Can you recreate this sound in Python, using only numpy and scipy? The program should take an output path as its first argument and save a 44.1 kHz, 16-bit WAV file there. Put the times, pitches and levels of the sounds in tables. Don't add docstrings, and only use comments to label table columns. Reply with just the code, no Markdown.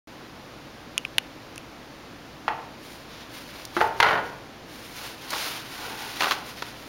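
import sys
import numpy as np
from scipy import signal
from scipy.fft import rfft, irfft
from scipy.io import wavfile

SR = 44100
rng = np.random.default_rng(int(sys.argv[2]) if len(sys.argv) > 2 else 0)


def pcm_store(signal):
    levels = np.round(np.clip(np.atleast_2d(signal), -1, 1) * 32767)
    wavfile.write(sys.argv[1], SR, levels.astype(np.int16).T)


N = 303408
TIME = np.arange(N) / SR

# frequency in Hz, relative level in dB.
HISS = [(300, -21), (2000, -3.5), (4200, 8.5), (6500, 5), (9500, 2), (12000, -0.5), (16000, -2)]


def amp(db):
    return 10 ** (np.asarray(db) / 20)


def unit(x):
    return x / np.sqrt(np.mean(x ** 2) + 1e-20)


def fade(t, t60):
    return np.exp(-np.log(1000) * t / t60)


def read(points, hz):
    f, value = np.transpose(points)
    return np.interp(np.log(hz + 1), np.log(f + 1), value)


def add(mix, s, sound):
    part = mix[round(s * SR):][:len(sound)]
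    part += sound[:len(part)]


def colour(x, spectrum, corner_hz=np.inf, steepness=2, size=2048):
    hz = abs(np.fft.fftfreq(size, 1 / SR))
    log_gain = np.log(amp(read(spectrum, hz))) - .5 * np.log(1 + (hz / corner_hz) ** steepness)
    response = np.exp(signal.hilbert(log_gain).conj())
    taps = np.fft.ifft(response).real[:size // 2]
    return signal.oaconvolve(x, taps / np.linalg.norm(taps))[:len(x)]


def drift(hz):
    slow_only = np.exp(-(np.fft.rfftfreq(N, 1 / SR) / hz) ** 2)
    return unit(irfft(rfft(rng.standard_normal(N)) * slow_only, N))


def burst(t60, crack=0, count=16384):
    shake = rng.choice([-1., 1.], count) * fade(TIME[:count], t60)
    return shake + crack * signal.unit_impulse(count)


def ring(modes):
    hz, db, t60 = np.transpose(modes)[:, :, None]
    t = TIME[:SR]
    size = amp(db + rng.standard_normal(hz.shape)) * rng.choice([-1., 1.], hz.shape)
    return (size * fade(t, t60) * np.sin(2 * np.pi * hz * t)).sum(0)


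def background(air_db=-44, waver=0.98):
    # frequency in Hz, relative level in dB.
    air_tone = [(20, -16), (55, -10), (80, -15.5), (100, -4.5), (125, -2.5), (175, -6.5), (310, -1),
                (400, -9.5), (470, -6.5), (640, -8), (1760, -14), (4800, -20.5), (9500, -33.5),
                (16000, -36.5)]
    # pitch in Hz, average level in dB.
    hum_tones = [(58.6, -60.5), (301, -77), (550, -68.5)]
    air = amp(air_db) * unit(colour(rng.standard_normal(N), air_tone, size=16384))
    hum = sum(amp(db) * np.sqrt(2) * np.sin(2 * np.pi * hz * TIME + waver * drift(hz=3.4))
              for hz, db in hum_tones)
    return air + hum


def camera_clicks(rise_s=.00045):
    # start in seconds, relative ring level in dB, ring pitch in Hz,
    # ring fade time in seconds, then relative levels of tick, buzz and ping in dB.
    clicks = [(0.9788, 0, 2700, 0.0031, -10.5, -19.5, 5.5), (1.0506, -13.5, 2470, 0.0071, -45, -26, -12),
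              (1.1825, 10.5, 2770, .0021, -15.5, -7.5, 0), (1.5594, -36, 1610, .011, -36, -40, -30),
              (1.5791, -27, 2650, 0.0091, -29, -48, -20)]
    # pitch in Hz, relative level in dB, fade time in seconds.
    shell = [(2790, -42, .1), (2930, -43, .09)]
    # frequency in Hz, relative level in dB.
    buzz_tone = [(150, -28), (550, -10.5), (1500, -7), (2750, 3), (4200, -8.5), (16000, -27.5)]
    tick_tone = [(200, -22), (1500, -7.5), (4500, 7.0), (7000, 1.5), (10000, 3.0), (16000, -18)]
    out, t = np.zeros(N), TIME[:8192]
    for s, db, hz, t60, tick_db, buzz_db, ping_db in clicks:
        onset = 1 - np.exp(-(t / rise_s) ** 2)
        swing = np.cos(2 * np.pi * hz * t) * fade(t, t60) * onset
        cycles = np.diff(swing, prepend=0) * SR / (2 * np.pi * hz)
        buzz = colour(burst(t60=.011, crack=2.9), buzz_tone)
        tick = colour(burst(t60=.0038, crack=3.8), tick_tone)
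        add(out, s, 2 * amp(db) * cycles)
        add(out, s, amp(ping_db) * ring(shell))
        add(out, s + rise_s, amp(buzz_db) * buzz + amp(tick_db) * tick)
    return out


def holder_clacks(contacts):
    # frequency in Hz, relative level in dB.
    clack_tone = [(40, -17), (120, -9), (260, -11), (400, -4), (800, 4), (1450, 4.5), (2000, 2.5),
                  (2700, -3), (4200, -7), (7000, -17.5), (11000, -19), (16000, -22)]
    out = np.zeros(N)
    for s, db, corner_hz, t60, *_ in contacts:
        add(out, s, amp(db) * colour(burst(t60, crack=4.7), clack_tone, corner_hz, steepness=2.66))
    return out


def holder_ring(contacts, low_cut_hz=200):
    # pitch in Hz, relative level in dB, fade time in seconds.
    frame = [(470, -4, .38), (555, -13, .36), (737, -9, .3), (808, -7, .2), (846, 1, .26), (862, 4, .32),
             (880, 5, .035), (908, 3, .52), (1102, -12, .35), (1312, -11, .18), (1378, -5, .28),
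             (1420, 2, .025), (1452, -9, .3), (1520, -7, .26), (1716, -13, .25), (1776, -11, .28),
             (1904, -7, .22), (2060, -5, .06), (2140, -9, .16)]
    base = [(431, 1, .7), (617, -6, .45), (701, -3, .35), (771, 1, .45), (985, -5, .3), (1028, -2, .35),
            (1052, -4, .35), (1116, -3, .55), (1246, -4, .35), (1361, 0, .35), (1454, 2, .5),
            (1798, -6, .35), (1866, -3, .33), (1989, -7, .33), (2245, -6, .33), (2627, -12, .3),
            (3074, -13, .3)]
    roll = [(215, -13, .16), (349, 1, .16), (606, -11, .08)]
    out = np.zeros(N)
    for s, *_, frame_db, base_db, roll_db in contacts:
        add(out, s, amp(frame_db) * ring(frame) + amp(base_db) * ring(base) + amp(roll_db) * ring(roll))
    return signal.lfilter(*signal.butter(2, low_cut_hz, "high", fs=SR), out)


def stroke(start, rise, length, release_t60=0.51):
    t = TIME - start
    return np.clip(t / rise, 0, 1) * fade(np.clip(t - length, 0, 2 * release_t60), release_t60)


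def fibres(per_s, spread_db):
    size = amp(spread_db * np.minimum(rng.exponential(1, N), 4))
    return unit(size * rng.standard_normal(N) * (rng.random(N) < per_s / SR))


def sliding_sheet(hiss_db=6.0, rustle_db=2.5, flutter_db=1.2, crinkle_db=-12):
    # start, rise time and length in seconds, then relative rustle and hiss levels in dB.
    strokes = [(2.766, 0.1, .19, -51.5, -56), (3.068, 0.032, 0.16, -49.5, -65),
               (3.276, 0.071, 0.12, -47.5, -54.5), (3.44, 0.069, 0.18, -48, -57.5),
               (3.70, .06, 0.13, -45, -53.5), (3.923, 0.09, 0.21, -47, -56), (4.215, 0.045, .06, -51, -61),
               (4.658, 0.074, 0.27, -50.5, -55.5), (4.894, 0.091, 0.18, -43.5, -50),
               (5.168, 0.078, 0.12, -45, -53), (5.278, 0.032, 0.28, -39.5, -48.5),
               (5.30, 0.082, .18, -38, -43), (5.625, 0.13, 0.28, -42, -50),
               (5.919, 0.074, 0.25, -42.5, -50.5), (6.136, 0.094, 0.15, -34, -44),
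               (6.423, 0.04, 0.058, -45, -52), (6.553, 0.022, 0.15, -46.5, -57),
               (6.727, 0.051, 0.16, -52.5, -58.5)]
    # frequency in Hz, relative level in dB.
    rustle_tone = [(100, -24.5), (400, -7.5), (1000, -0.5), (2400, 1), (4000, 1), (6000, -6), (9000, -19),
                   (16000, -26)]
    power = np.array([stroke(start, rise, length) for start, rise, length, *_ in strokes]) ** 2
    rustle_strength, hiss_strength = np.sqrt(amp([row[3:] for row in strokes]).T ** 2 @ power)
    slips = fibres(per_s=18000, spread_db=0) + amp(crinkle_db) * fibres(per_s=350, spread_db=1.5)
    slips *= amp(flutter_db * drift(hz=40))
    hiss = amp(hiss_db) * hiss_strength * colour(slips, HISS)
    rustle = amp(rustle_db) * rustle_strength * colour(slips, rustle_tone)
    return hiss + rustle


def sheet_snaps(tear):
    # start in seconds, level in dB, fade time in seconds.
    flicks = [(3.652, -28.5, .022), (5.305, -26.5, .04)]
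    # start in seconds, level in dB, corner in Hz, fade time in seconds.
    snaps = [(5.331, -22, 1000, 0.063), (6.3100, -14.5, 5000, 0.028), (6.3182, -17.5, 4000, 0.063),
             (6.6225, -17.5, 1600, 0.023)]
    # frequency in Hz, relative level in dB.
    snap_tone = [(60, -28), (300, -7.5), (650, -2.5), (1100, 6.5), (1800, 2), (4000, 0), (7000, -7.5),
                 (11000, -15), (16000, -9)]
    out = np.zeros(N)
    for s, db, corner_hz, t60 in snaps + tear:
        add(out, s, amp(db) * colour(burst(t60, crack=1.5), snap_tone, corner_hz))
    for s, db, t60 in flicks:
        add(out, s, amp(db) * colour(burst(t60), HISS))
    return out


def rocking(count=7, start_s=4.042, gap_s=.0222, scatter_s=.001193, t60=.091):
    first_db, drop_db = -18, 6.5
    frame_db, base_db, roll_db = -22.5, -16, -19
    times = start_s + gap_s * np.arange(count) + scatter_s * rng.standard_normal(count)
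    levels = first_db - drop_db * np.linspace(0, 1, count) ** 3
    corners_hz = np.geomspace(2960, 1180, count)
    return [(s, db, hz, t60, db + frame_db, db + base_db, db + roll_db)
            for s, db, hz in zip(times, levels, corners_hz)]


def turning_roll(level_db=-1, spin_up_db_per_s=190):
    # moment of full speed in seconds, relative level in dB, fade in dB per second.
    tugs = [(5.05, -46.5, 97), (5.35, -36, 100), (5.83, -35.5, 35), (6.26, -32.5, 101)]
    # frequency in Hz, relative level in dB.
    scrape_tone = [(100, -19), (300, -7), (480, 1), (620, -13), (790, 6), (1020, 2), (1220, -8), (1450, 4),
                   (1800, -13), (3000, -28), (8000, -43)]
    tug_levels = [top_db - np.maximum(spin_up_db_per_s * (s - TIME), slowing * (TIME - s))
                  for s, top_db, slowing in tugs]
    scrape = colour(fibres(per_s=2300, spread_db=-1.5), scrape_tone)
    return amp(level_db + np.max(tug_levels, axis=0)) * scrape


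def tearing(count=7, start_s=6.2075, gap_s=.0122, scatter_s=.0008, t60=.039):
    times = start_s + gap_s * np.arange(count) + scatter_s * rng.standard_normal(count)
    levels_db = np.linspace(-14, -24, count)
    corners_hz = np.geomspace(2400, 1300, count)
    return [(s, db, hz, t60) for s, db, hz in zip(times, levels_db, corners_hz)]


def kitchen_echo(x, build_up_s=0.011, dull_hz=3600):
    # frequency in Hz, fade time in seconds.
    fade_times = [(100, 0.71), (400, 0.88), (1200, 0.56), (2500, 0.52), (5000, 0.41), (12000, 0.45)]
    echoes = rng.standard_normal(SR) * (rng.random(SR) < .1)
    echoes *= 1 - np.exp(-TIME[:SR] / build_up_s)
    hz, t, bands = signal.stft(echoes, SR, nperseg=256)
    bands *= fade(t, read(fade_times, hz)[:, None])
    tail = signal.istft(bands, SR, nperseg=256)[1]
    tail = signal.lfilter(*signal.butter(1, dull_hz, fs=SR), tail / np.linalg.norm(tail))
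    return signal.fftconvolve(x, tail)[:N]


def scene(clack_echo_db=-5, paper_echo_db=-10, click_echo_db=-28):
    # start in seconds, clack level in dB, corner in Hz (higher is
    # harder), clack fade time in seconds, then relative ring levels of frame, base and roll in dB.
    knocks = [(2.4805, -18, 2400, 0.052, -34.5, -52, -47), (3.7668, -21, 3000, 0.087, -37, -58, -21),
              (3.8070, -17.5, 1700, 0.043, -42, -54, -37), (3.8128, -12.5, 2000, .03, -25.5, -53, -49),
              (4.0020, -4.5, 4360, 0.032, -42, -36, -36), (4.0280, -8.5, 4200, .042, -43, -29.5, -36)]
    contacts = knocks + rocking()
    clacks = holder_clacks(contacts)
    paper = sliding_sheet() + sheet_snaps(tearing()) + turning_roll()
    clicks = camera_clicks()
    echo = kitchen_echo(amp(clack_echo_db) * clacks + amp(paper_echo_db) * paper
                        + amp(click_echo_db) * clicks)
    return (clacks + holder_ring(contacts) + paper + clicks + echo + background())[None]


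def record(dry, start_s=.073, ceiling=.8, notch_hz=7930, notch_width_hz=1300, top_hz=15900):
    x = dry * (TIME > start_s)
    x = x / (1 + (x / ceiling) ** 4) ** .25
    x = signal.lfilter(*signal.iirnotch(notch_hz, notch_hz / notch_width_hz, SR), x)
    low_pass = signal.firwin(511, top_hz, window=("kaiser", 9), fs=SR)
    return signal.oaconvolve(x, low_pass[None], "same")


dry = scene()
out = record(dry)
pcm_store(out)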